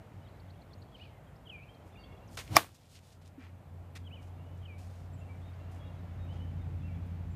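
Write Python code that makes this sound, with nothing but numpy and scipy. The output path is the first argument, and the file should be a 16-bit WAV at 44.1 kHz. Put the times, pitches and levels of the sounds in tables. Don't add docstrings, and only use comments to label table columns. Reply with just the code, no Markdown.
import sys
import numpy as np
from scipy import signal
from scipy.fft import rfft, irfft, next_fast_len
from scipy.io import wavfile
from scipy.ndimage import uniform_filter1d, map_coordinates

SR = 44100
rng = np.random.default_rng(int(sys.argv[2]) if len(sys.argv) > 2 else 0)


def transcribe(u):
    v = np.clip(np.atleast_2d(u).T, -1, 1)
    q = np.round(v * 32767).astype(np.int16)
    wavfile.write(sys.argv[1], SR, q)


def to_linear_factor(level_db):
    exponent = np.asarray(level_db, float) / 20
    return 10 ** exponent


N = 324135
STRIKE_S = 2.5668


def unit(x):
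    return x / np.sqrt(np.mean(x ** 2) + 1e-20)


def along(points, hz):
    f, v = np.transpose(points)
    return np.interp(np.log(hz + 1), np.log(f + 1), v)


def curves(rows):
    s, *cols = np.transpose(rows)
    return [np.interp(np.arange(N) / SR, s, c) for c in cols]


def wobble(rate):
    knots = rng.standard_normal(int(N * rate / SR) + 4)
    return map_coordinates(knots, [np.arange(N) * rate / SR])


def noise(spectrum, size=N):
    low_end = [(spectrum[0][0] / 1.5, -120)]
    high_end = [(spectrum[-1][0] * 1.5, -120)]
    closed = low_end + list(spectrum) + high_end
    m = next_fast_len(size)
    white = rfft(rng.standard_normal(m))
    return unit(irfft(white * to_linear_factor(along(closed, np.fft.rfftfreq(m, 1 / SR))), m)[:size])


def add(track, s, sound):
    part = track[round(s * SR):][:len(sound)]
    part += sound[:len(part)]


def room(x, decays, wet_db, colour=((20, 0), (20000, 0))):
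    hz, t, z = signal.stft(rng.standard_normal(SR // 2), SR, nperseg=128)
    decay_db = along(colour, hz)[:, None] - 60 * t / along(decays, hz)[:, None]
    tail = signal.istft(z * to_linear_factor(decay_db), SR, nperseg=128)[1]
    return to_linear_factor(wet_db) * signal.fftconvolve(x, tail / np.linalg.norm(tail))[:N]


def gain_db():
    duck_db, duck_s, recover_s = -10.5, 0.066, 1
    since = np.maximum(np.arange(N) / SR - STRIKE_S, 0)
    return duck_db * (1 - np.exp(-since / duck_s)) * np.exp(-(since / recover_s) ** 1.4)


# (frequency [Hz], density [dB per Hz])
RUMBLE_COLOUR = [(13, -39), (22, -12), (65, 0), (92, 0), (119, 1.5), (330, -16), (430, -46.5), (730, -120)]
# (frequency [Hz], density [dB per Hz])
ROAD_COLOUR = [(150, -30.5), (250, -5), (383, -4.5), (600, -3), (747, -4), (1400, -16.5), (1950, -45),
               (3300, -120)]
# (frequency [Hz], density [dB per Hz])
FAR_COLOUR = [(900, -9.5), (1400, -1.5), (2200, -4), (3200, -10.5), (4500, -17.5), (7000, -23),
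              (9000, -36.5)]
# (multiple of the line [1], level [dB])
SIDE_ORDERS = [(1.549, -15.5), (1.64, -15.5), (1.95, -16.5), (2.901, -23), (3.03, -22.5)]
# (multiple of the line [1], level [dB])
LOPE_ORDERS = [(.625, -9), (.875, -13), (1.125, -17), (1.625, -14), (1.875, -14)]
# (time [s], pitch [Hz], line level [dB])
ENGINE_APPROACH = [(0, 94.02, -54), (.8, 92, -57), (1.4, 90, -62.5), (2.1, 89.04, -64.5),
                   (2.6, 90.52, -57.5), (3.2, 89.5, -51.5), (3.7, 89.31, -48.5), (4.2, 89.19, -45),
                   (4.7, 89.54, -45), (5.5, 89.49, -45), (6.1, 88.2, -44.5), (6.3, 88.57, -41),
                   (6.9, 88.05, -39.5), (7.35, 88.2, -40)]
# (time [s], level [dB])
ROAD_LEVEL = [(0, -60.5), (.6, -61), (1.3, -63), (2.2, -60), (3.2, -60.5), (4.4, -60), (4.8, -60.5),
              (5.6, -58.5), (7.35, -59.5)]


def field():
    t = np.arange(N) / SR
    hz, line_db = curves(ENGINE_APPROACH)
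    road_db, = curves(ROAD_LEVEL)
    facing_db = np.interp(t, [4.6, 6.6], [-8, 0])

    clear_s, clearing_s = 3.9, 0.58
    beat_hz, beat_peak_s, beat_depth = 3.65, 3.5, 0.77
    hidden = 1 / (1 + np.exp((t - clear_s) / clearing_s))
    beat = 1 + beat_depth * hidden * np.cos(2 * np.pi * beat_hz * (t - beat_peak_s))

    turn = 2 * np.pi * np.cumsum(hz + .7 * wobble(8)) / SR
    engine = np.sin(turn) * to_linear_factor(3.5 + 0.7 * wobble(4.4))
    for multiple, db in SIDE_ORDERS:
        engine += np.sin(multiple * turn + 0.68 * wobble(4.2)) * to_linear_factor(db + 1.8 * wobble(7))
    for multiple, db in LOPE_ORDERS:
        level_db = db + 3 + facing_db + 1.5 * wobble(5)
        engine += np.sin(multiple * turn + .4 * wobble(3)) * to_linear_factor(level_db)

    road_rumble = to_linear_factor(road_db + 3.5)
    exhaust_roar = to_linear_factor(line_db + facing_db - 10.5)
    both = np.hypot(road_rumble, exhaust_roar)
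    rumble = both * to_linear_factor(3.5 + 1.2 * wobble(3.7)) * noise(RUMBLE_COLOUR)
    throb = to_linear_factor(road_db - 2) * noise([(49, -12.0), (55, -1.0), (61, -13.0)])
    road = to_linear_factor(road_db + 0.5 + 0.93 * wobble(7.6)) * noise(ROAD_COLOUR)
    far = to_linear_factor(road_db + 0.24 * facing_db - 7 + 0.55 * wobble(2.7)) * noise(FAR_COLOUR)
    return to_linear_factor(gain_db()) * (to_linear_factor(line_db) * beat * engine + rumble + throb + road + far)


def whistle(hz, scratch):
    jitter = np.repeat(rng.standard_normal(len(hz) // 40 + 1), 40)[:len(hz)]
    return np.sin(2 * np.pi * np.cumsum(hz * (1 + scratch * jitter)) / SR)


# (share of length [1], pitch [Hz], level [dB])
DROP_SHAPE = [(0, 3150, -20), (.3, 3340, -15), (.45, 3330, -16), (.58, 3200, -4), (.76, 2990, 0),
              (.84, 2720, -16), (1, 2350, -14)]
ARCH_SHAPE = [(0, 2200, -20), (.25, 2520, -10), (.38, 2760, -13), (.48, 2900, -3), (.6, 2950, 0),
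              (.72, 2960, -1), (.8, 2800, -20), (1, 2420, -40)]
SLUR_SHAPE = [(0, 3400, -9), (.1, 2980, 0), (.2, 2700, -12), (.33, 2490, -3), (.7, 2300, -10),
              (1, 2220, -15)]
SWOOP_SHAPE = [(0, 3480, -22), (.03, 3380, -7), (.1, 3020, 3), (.16, 2760, -12), (.22, 2600, -7),
               (.33, 2450, -2), (.62, 2300, -10), (.74, 2360, -15), (.87, 2520, -9), (1, 2720, -16)]
FLICK_SHAPE = [(0, 3300, -14), (.4, 3210, -7), (.7, 3020, 0), (1, 2760, -8)]
# (time [s], length [s], pitch factor [1], level [dB])
DROPS_SUNG = [
    (.913, .058, 1.01, -57),
    (4.038, .054, 1, -56),
]
ARCHES_SUNG = [
    (.988, .053, .995, -53),
    (4.1, .064, 1.02, -53),
]
SLURS_SUNG = [
    (1.035, .058, 1.01, -59),
    (4.152, .068, .99, -60),
]
SWOOPS_SUNG = [
    (1.487, .158, 1, -51),
    (4.645, .162, .985, -58),
]
FLICKS_SUNG = [
    (1.455, .031, 1, -57),
    (4.617, .03, .99, -64),
]
# (time [s], pitch [Hz], level [dB])
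CHIP_CALLS = [(.228, 4840, -80.5), (.284, 4260, -76), (.397, 4300, -71), (.5, 4200, -66), (.614, 4150, -72),
              (0.731, 4250, -63), (0.817, 4200, -65), (.269, 3200, -70), (.732, 5300, -76),
              (.284, 3950, -74), (1.63, 4200, -80), (1.742, 4120, -71), (5.535, 4500, -78)]
# (time [s], length [s], start pitch [Hz], end pitch [Hz], level [dB])
GLIDE_CALLS = [(.243, 0.03, 3950, 3650, -74), (.328, 0.16, 1790, 2100, -81.5), (.482, .02, 3600, 3150, -75),
               (.708, 0.02, 3800, 3320, -72), (1.357, .013, 3800, 5700, -71), (.595, .018, 3750, 3280, -77),
               (.775, 0.026, 6260, 6900, -79), (1.09, 0.11, 2180, 2040, -76),
               (1.683, .035, 3000, 3260, -68), (4.375, .06, 2740, 2800, -75), (.3, .07, 3700, 4050, -84),
               (.575, .025, 3500, 3850, -81), (.252, .03, 2950, 3050, -74), (1.952, 0.015, 2800, 2330, -65),
               (1.986, 0.077, 4660, 4474, -70.5), (2.035, .014, 3100, 3400, -63),
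               (2.046, .025, 3380, 3540, -69), (2.274, .024, 7300, 4393, -72),
               (4.42, .17, 2830, 3030, -78.5), (5.995, .018, 3800, 3400, -77),
               (6.265, .025, 2450, 2800, -73.5), (6.36, 0.031, 2800, 3050, -73),
               (5.128, 0.032, 7300, 7800, -75), (5.16, .033, 2880, 3200, -78.5),
               (5.408, 0.048, 3226, 3700, -77), (5.972, .028, 3916, 3846, -77),
               (6.1, .019, 3683, 3400, -76.5), (6.288, 0.045, 2870, 3100, -64.5),
               (6.396, 0.05, 2890, 3083, -65.5), (6.8, 0.04, 3600, 3350, -78),
               (6.879, 0.014, 2720, 2320, -67)]
# (time [s], length [s], pitch [Hz], level [dB])
HELD_CALLS = [(.553, .015, 3270, -74), (.87, 0.03, 3330, -81), (0.212, .03, 2980, -76),
              (1.715, 0.052, 3220, -74), (1.805, .025, 3120, -76), (1.922, .028, 3540, -77.5),
              (1.958, 0.0208, 3570, -75), (1.969, 0.043, 2790, -64), (1.97, 0.18, 2189, -75.5),
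              (2.027, .055, 2760, -72), (2.092, .016, 2740, -73), (2.115, .028, 2770, -71),
              (2.148, .015, 2780, -71), (2.215, .045, 2770, -75), (2.11, .035, 3380, -77),
              (2.167, .02, 3360, -73), (2.008, .025, 3700, -80), (2.108, .025, 2180, -72),
              (1.937, .018, 2760, -75), (3.395, 0.083, 2350, -71), (5.17, 0.0575, 7150, -80.5),
              (5.21, 0.028, 2720, -66), (5.24, .06, 2720, -76), (5.33, .05, 2310, -75),
              (5.288, .042, 2314, -63.5), (5.447, .07, 3690, -75), (5.598, 0.04, 2727, -73.5),
              (5.655, .09, 2780, -78), (5.762, .022, 2780, -74), (5.93, .03, 3350, -77),
              (6.61, .02, 3650, -73), (6.563, .03, 3050, -77), (1.027, 0.015, 2490, -63),
              (1.012, .045, 4400, -79), (1.265, .025, 3220, -75), (1.655, .035, 2500, -73),
              (1.76, .018, 3120, -74), (4.188, .016, 2950, -72), (4.219, .035, 2850, -74.5),
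              (5.793, .063, 3340, -68.5), (5.833, .085, 2790, -75), (5.852, 0.04, 3750, -75),
              (5.864, 0.0348, 3348, -72), (6.188, 0.1, 3734, -74.5), (6.354, 0.0482, 3230, -74),
              (6.47, 0.043, 3060, -72), (6.832, 0.053, 2710, -65), (6.818, .014, 2540, -71),
              (6.889, 0.047, 2300, -68), (6.94, .045, 2300, -75), (6.91, .025, 2724, -70),
              (6.945, .02, 3400, -75), (7.3, 0.046, 7370, -80.5)]


def birds():
    song = np.zeros(N)
    syllables = [(DROP_SHAPE, DROPS_SUNG), (ARCH_SHAPE, ARCHES_SUNG), (SLUR_SHAPE, SLURS_SUNG),
                 (SWOOP_SHAPE, SWOOPS_SUNG), (FLICK_SHAPE, FLICKS_SUNG)]
    for shape, sung in syllables:
        share, hz, swell_db = np.transpose(shape)
        for s, length, factor, db in sung:
            u = np.linspace(0, 1, round(length * SR))
            track = uniform_filter1d(factor * np.interp(u, share, hz), size=90, mode="nearest")
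            swell = to_linear_factor(db + 5.0 + np.interp(u, share, swell_db)) * np.sin(np.pi * u) ** 0.055
            add(song, s, swell * whistle(track, 0.0066))

    chance = rng.random((130, 5))
    far_s = chance[:, 0] * N / SR
    far_length = .012 + .05 * chance[:, 1]
    far_hz = 2100 + 1900 * chance[:, 2]
    bend = 1 + 0.18 * (chance[:, 3] - .5)
    far_db = -94 + 7 * chance[:, 4]
    chorus = np.c_[far_s, far_length, far_hz / bend, far_hz * bend, far_db]

    held = [(s, length, hz, hz, db) for s, length, hz, db in HELD_CALLS]
    chip_s, chip_rise = .013, .12
    chips = [(s, chip_s, hz * (1 - chip_rise / 2), hz * (1 + chip_rise / 2), db) for s, hz, db in CHIP_CALLS]
    for notes, scratch in [([*GLIDE_CALLS, *held, *chorus], .007), (chips, .05)]:
        for s, length, start_hz, end_hz, db in notes:
            u = np.linspace(0, 1, round(length * SR))
            track = start_hz + (end_hz - start_hz) * u ** .7
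            swell = to_linear_factor(db + 4.5) * np.abs(np.sin(np.pi * u)) ** 0.43
            add(song, s, swell * whistle(track, scratch))

    song *= to_linear_factor(1.8 * wobble(110))
    echo_flutter = 240
    return song + room(song * wobble(echo_flutter), [(1000, 0.75), (8000, 0.45)], wet_db=-11.5)


# (time [s], length [s],
# level [dB], lowest frequency [Hz], tilt [dB per octave])
SCUFF_STROKES = [(0.911, 0.25, -69.5, 2840, -57), (1.518, .036, -78, 3930, 3), (1.848, .08, -76, 3495, 0),
                 (2.275, 0.2, -65, 3020, -4), (2.3, .006, -74, 5000, -6), (2.312, .006, -72, 4000, -3),
                 (2.375, .055, -54, 3500, -4), (2.371, .006, -55, 8000, -3), (.95, .8, -72, 1100, -20),
                 (2.42, .05, -66, 3000, -4), (2.4, 0.079, -64, 1500, 1), (2.352, .005, -58, 4500, -8),
                 (2.475, .009, -53, 1800, -13), (2.74, 0.037, -63.5, 2930, -4.5),
                 (2.88, 0.13, -65.5, 3000, -6), (2.929, .075, -61, 2400, -11),
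                 (2.988, 0.0077, -62.5, 2000, -8), (3.275, .008, -62, 2200, -8),
                 (3.256, .012, -66.5, 2500, -5), (3.0, 0.2, -68, 2500, -5.5),
                 (3.116, 0.029, -66, 2470, -10), (3.239, 0.072, -69.5, 2540, -11),
                 (3.373, 0.15, -61, 1320, -16), (3.954, 0.031, -50.5, 1507, -8.5),
                 (4.205, 0.076, -73.5, 3510, -7), (4.264, 0.036, -74.5, 3520, -10),
                 (4.567, 0.03, -78.5, 4004, -7.5), (4.84, 0.3, -72, 2520, -8),
                 (6.295, 0.13, -70, 2200, -15), (7.05, 0.042, -79, 4000, 2)]
# (time [s], length [s], level [dB], lowest
# frequency [Hz], tilt [dB per octave])
STAMP_STROKES = [(2.369, .078, -42.5, 1400, -8), (2.371, .018, -46, 2300, -12),
                 (3.951, .03, -53.5, 1570, -6), (2.37, .055, -49.5, 346, -8), (2.63, 0.78, -71, 2200, -6),
                 (3.211, 0.067, -70, 1981, -8), (4.228, 0.0076, -66, 2800, -10),
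                 (2.6, .13, -55.5, 900, -6.5), (4.777, 0.21, -66.5, 2900, -5.5),
                 (5.709, 0.13, -70, 3200, -3), (5.152, .93, -84, 4800, -19.5)]
# (time [s], pitch [Hz], peak level [dB], decay time T60 [s])
HEEL_THUDS = [
    (2.367, 192, -44, 0.101),
    (2.517, 117, -26.5, 0.12),
    (3.378, 289, -37.5, 0.11),
]
# (frequency [Hz], decay time T60 [s])
FRAME_DECAY = [(200, 0.24), (800, 0.14), (2000, 0.16), (4000, 0.19), (8000, 0.21), (15000, 0.2)]


def feet():
    track = np.zeros(N)
    strokes = [(.33, 1.4, *row) for row in SCUFF_STROKES] + [(.05, 2.2, *row) for row in STAMP_STROKES]
    for rise, fade, s, length, db, low_hz, tilt_db in strokes:
        t = np.arange(round(length * SR)) / SR
        ramp = np.interp(t, [0, rise * length, length], [0, 1, 0])
        stroke = np.sin(np.pi / 2 * ramp) ** fade
        treble_db = tilt_db * np.log2(8000 / low_hz / 1.9)
        colour = [(low_hz / 4, -22), (low_hz / 2, -12), (low_hz, -3), (low_hz * 1.5, 0), (8000, treble_db)]
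        colour += [(15300, treble_db + tilt_db - 5.5)]
        grains = np.repeat(rng.standard_normal(len(t) // 30 + 1), 30)[:len(t)]
        grit = to_linear_factor(3.2 * grains)
        add(track, s, to_linear_factor(db) * stroke * unit(grit * noise(colour, size=len(t))))
    track += room(track, FRAME_DECAY, wet_db=-12)

    t = np.arange(SR // 8) / SR
    sag_per_s = 5.2
    for s, hz, db, t60 in HEEL_THUDS:
        envelope = to_linear_factor(db - 60 * t / t60) * (1 - np.exp(-t / 0.0046))
        add(track, s, envelope * np.sin(2 * np.pi * hz * t * (1 - sag_per_s * t / 2)))
    return track


# (time [s], push level [dB], whoosh level [dB], fizz level [dB])
SWING_LEVELS = [
    (2.44, -86, -78, -60),
    (2.496, -45.5, -62.5, -63.5),
    (2.528, -40, -49, -52.5),
    (2.55, -36, -44, -46.5),
    (2.559, -36.5, -32, -35.5),
]


def swing():
    push_db, whoosh_db, fizz_db = curves(SWING_LEVELS)
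    t = np.arange(N) / SR
    start_s = SWING_LEVELS[0][0]
    gate = np.interp(t, [start_s, start_s + 0.033, STRIKE_S, STRIKE_S + 0.015], [0, 1, 1, 0])
    air = to_linear_factor(push_db) * noise([(60, -9), (110, 4.5), (180, -12), (330, -8)])
    air += to_linear_factor(whoosh_db) * noise([(300, -2.5), (700, 4.5), (1200, -4.5), (1800, -6.5)])
    air += to_linear_factor(fizz_db) * noise([(1800, 4.5), (3000, 3), (7000, -3.5), (15000, -10)])

    shriek_db = np.interp(t, STRIKE_S + np.array([-.012, -.008, -.002, 0.013]), [-48, -29, -24, -41])
    shriek = to_linear_factor(shriek_db) * (abs(t - STRIKE_S + .006) < .0063)
    tone = np.sin(2 * np.pi * 5330 * t + 1.3 * wobble(600))
    return gate * air + shriek * tone * to_linear_factor(2.5 * wobble(500))


# (frequency [Hz], peak level [dB], decay
# time T60 [s])
PUSHING_MODES = [(328, -21.5, .06), (578, -30, .026), (685, -7.5, .022), (2385, -14, .028),
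                 (2840, -27, .03), (3530, -25, 0.055), (4480, -25, .025), (9560, -21, 0.014),
                (6760, -26, 0.025), (12600, -17, 0.008)]
# (frequency [Hz], peak level [dB], decay time T60 [s])
PULLING_MODES = [(890, -16, .034), (1147, -4.5, .024), (1700, -21, .02), (1858, -19, .024),
                 (2023, -5, .006)]
# (delay [s], level [dB])
WALL_ECHOES = [(.0075, -21.5), (.0135, -26), (.0195, -19), (.026, -26), (.039, -30), (.052, -34),
               (.078, -35), (.064, -38), (.097, -44), (.125, -49)]
# (frequency [Hz], density [dB per Hz])
ANSWER_COLOUR = [(200, -8.5), (400, 1.5), (1000, 1), (2500, -3), (4000, -7.5), (6000, -13), (15000, -13.5)]


def crack():
    t = np.arange(SR // 8) / SR
    ring = np.zeros(len(t))
    modes = [(1, mode) for mode in PUSHING_MODES] + [(-1, mode) for mode in PULLING_MODES]
    for way, (hz, db, t60) in modes:
        swell = 1 - np.exp(-t * hz / 0.25)
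        ring += way * to_linear_factor(db - 60 * t / t60) * swell * np.sin(2 * np.pi * hz * t)
    snap_colour = [(1500, -4.5), (2500, 1.5), (6000, -4.0), (15000, -7.0)]
    snap = to_linear_factor(-21.5 - 60 * t / 0.032) * noise(snap_colour, size=len(t))
    track = np.zeros(N)
    add(track, STRIKE_S + .00012, ring + snap)

    ping = to_linear_factor(-5 - 60 * t / .004) * np.sin(2 * np.pi * 5200 * t) * (1 - np.exp(-t / .0002))
    add(track, STRIKE_S - .0002, ping)

    dull = uniform_filter1d(ring + snap, size=14) * to_linear_factor(-60 * t / 0.03)
    for delay, db in WALL_ECHOES:
        add(track, STRIKE_S + delay, to_linear_factor(db) * dull)

    slap = to_linear_factor(-14) * noise([(4000, -3), (8000, -3), (12500, 1), (14500, -9)], size=22)
    add(track, STRIKE_S - .0001, slap)

    contact = np.zeros(N)
    contact[round((STRIKE_S + .003) * SR)] = 1
    return track + room(contact, FRAME_DECAY, wet_db=-0.5, colour=ANSWER_COLOUR)


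def scene():
    return (field() + birds() + feet() + swing() + crack())[None]


# (frequency [Hz], density [dB per Hz])
HISS_COLOUR = [(1500, -5), (3500, -1), (5500, -5.5), (7500, -1), (10000, -3.5), (13000, -1.5),
               (15300, -4.5)]


def microphone_hiss():
    return to_linear_factor(-78.5 + .25 * gain_db()) * noise(HISS_COLOUR)


def band_limit(x):
    return signal.sosfilt(signal.butter(12, 15450, fs=SR, output="sos"), x)


def record(dry):
    hz = np.fft.rfftfreq(N, 1 / SR)
    band = hz ** 3 / (hz ** 3 + 42 ** 3)
    band *= np.interp(hz, [14000, 15250, 15400], [1, .6, 0])
    rounded = dry / (1 + np.abs(dry / .95) ** 4) ** (1 / 4)
    mix = irfft(rfft(rounded + microphone_hiss()) * band, N)
    return band_limit(mix)


dry = scene()
out = record(dry)
transcribe(out)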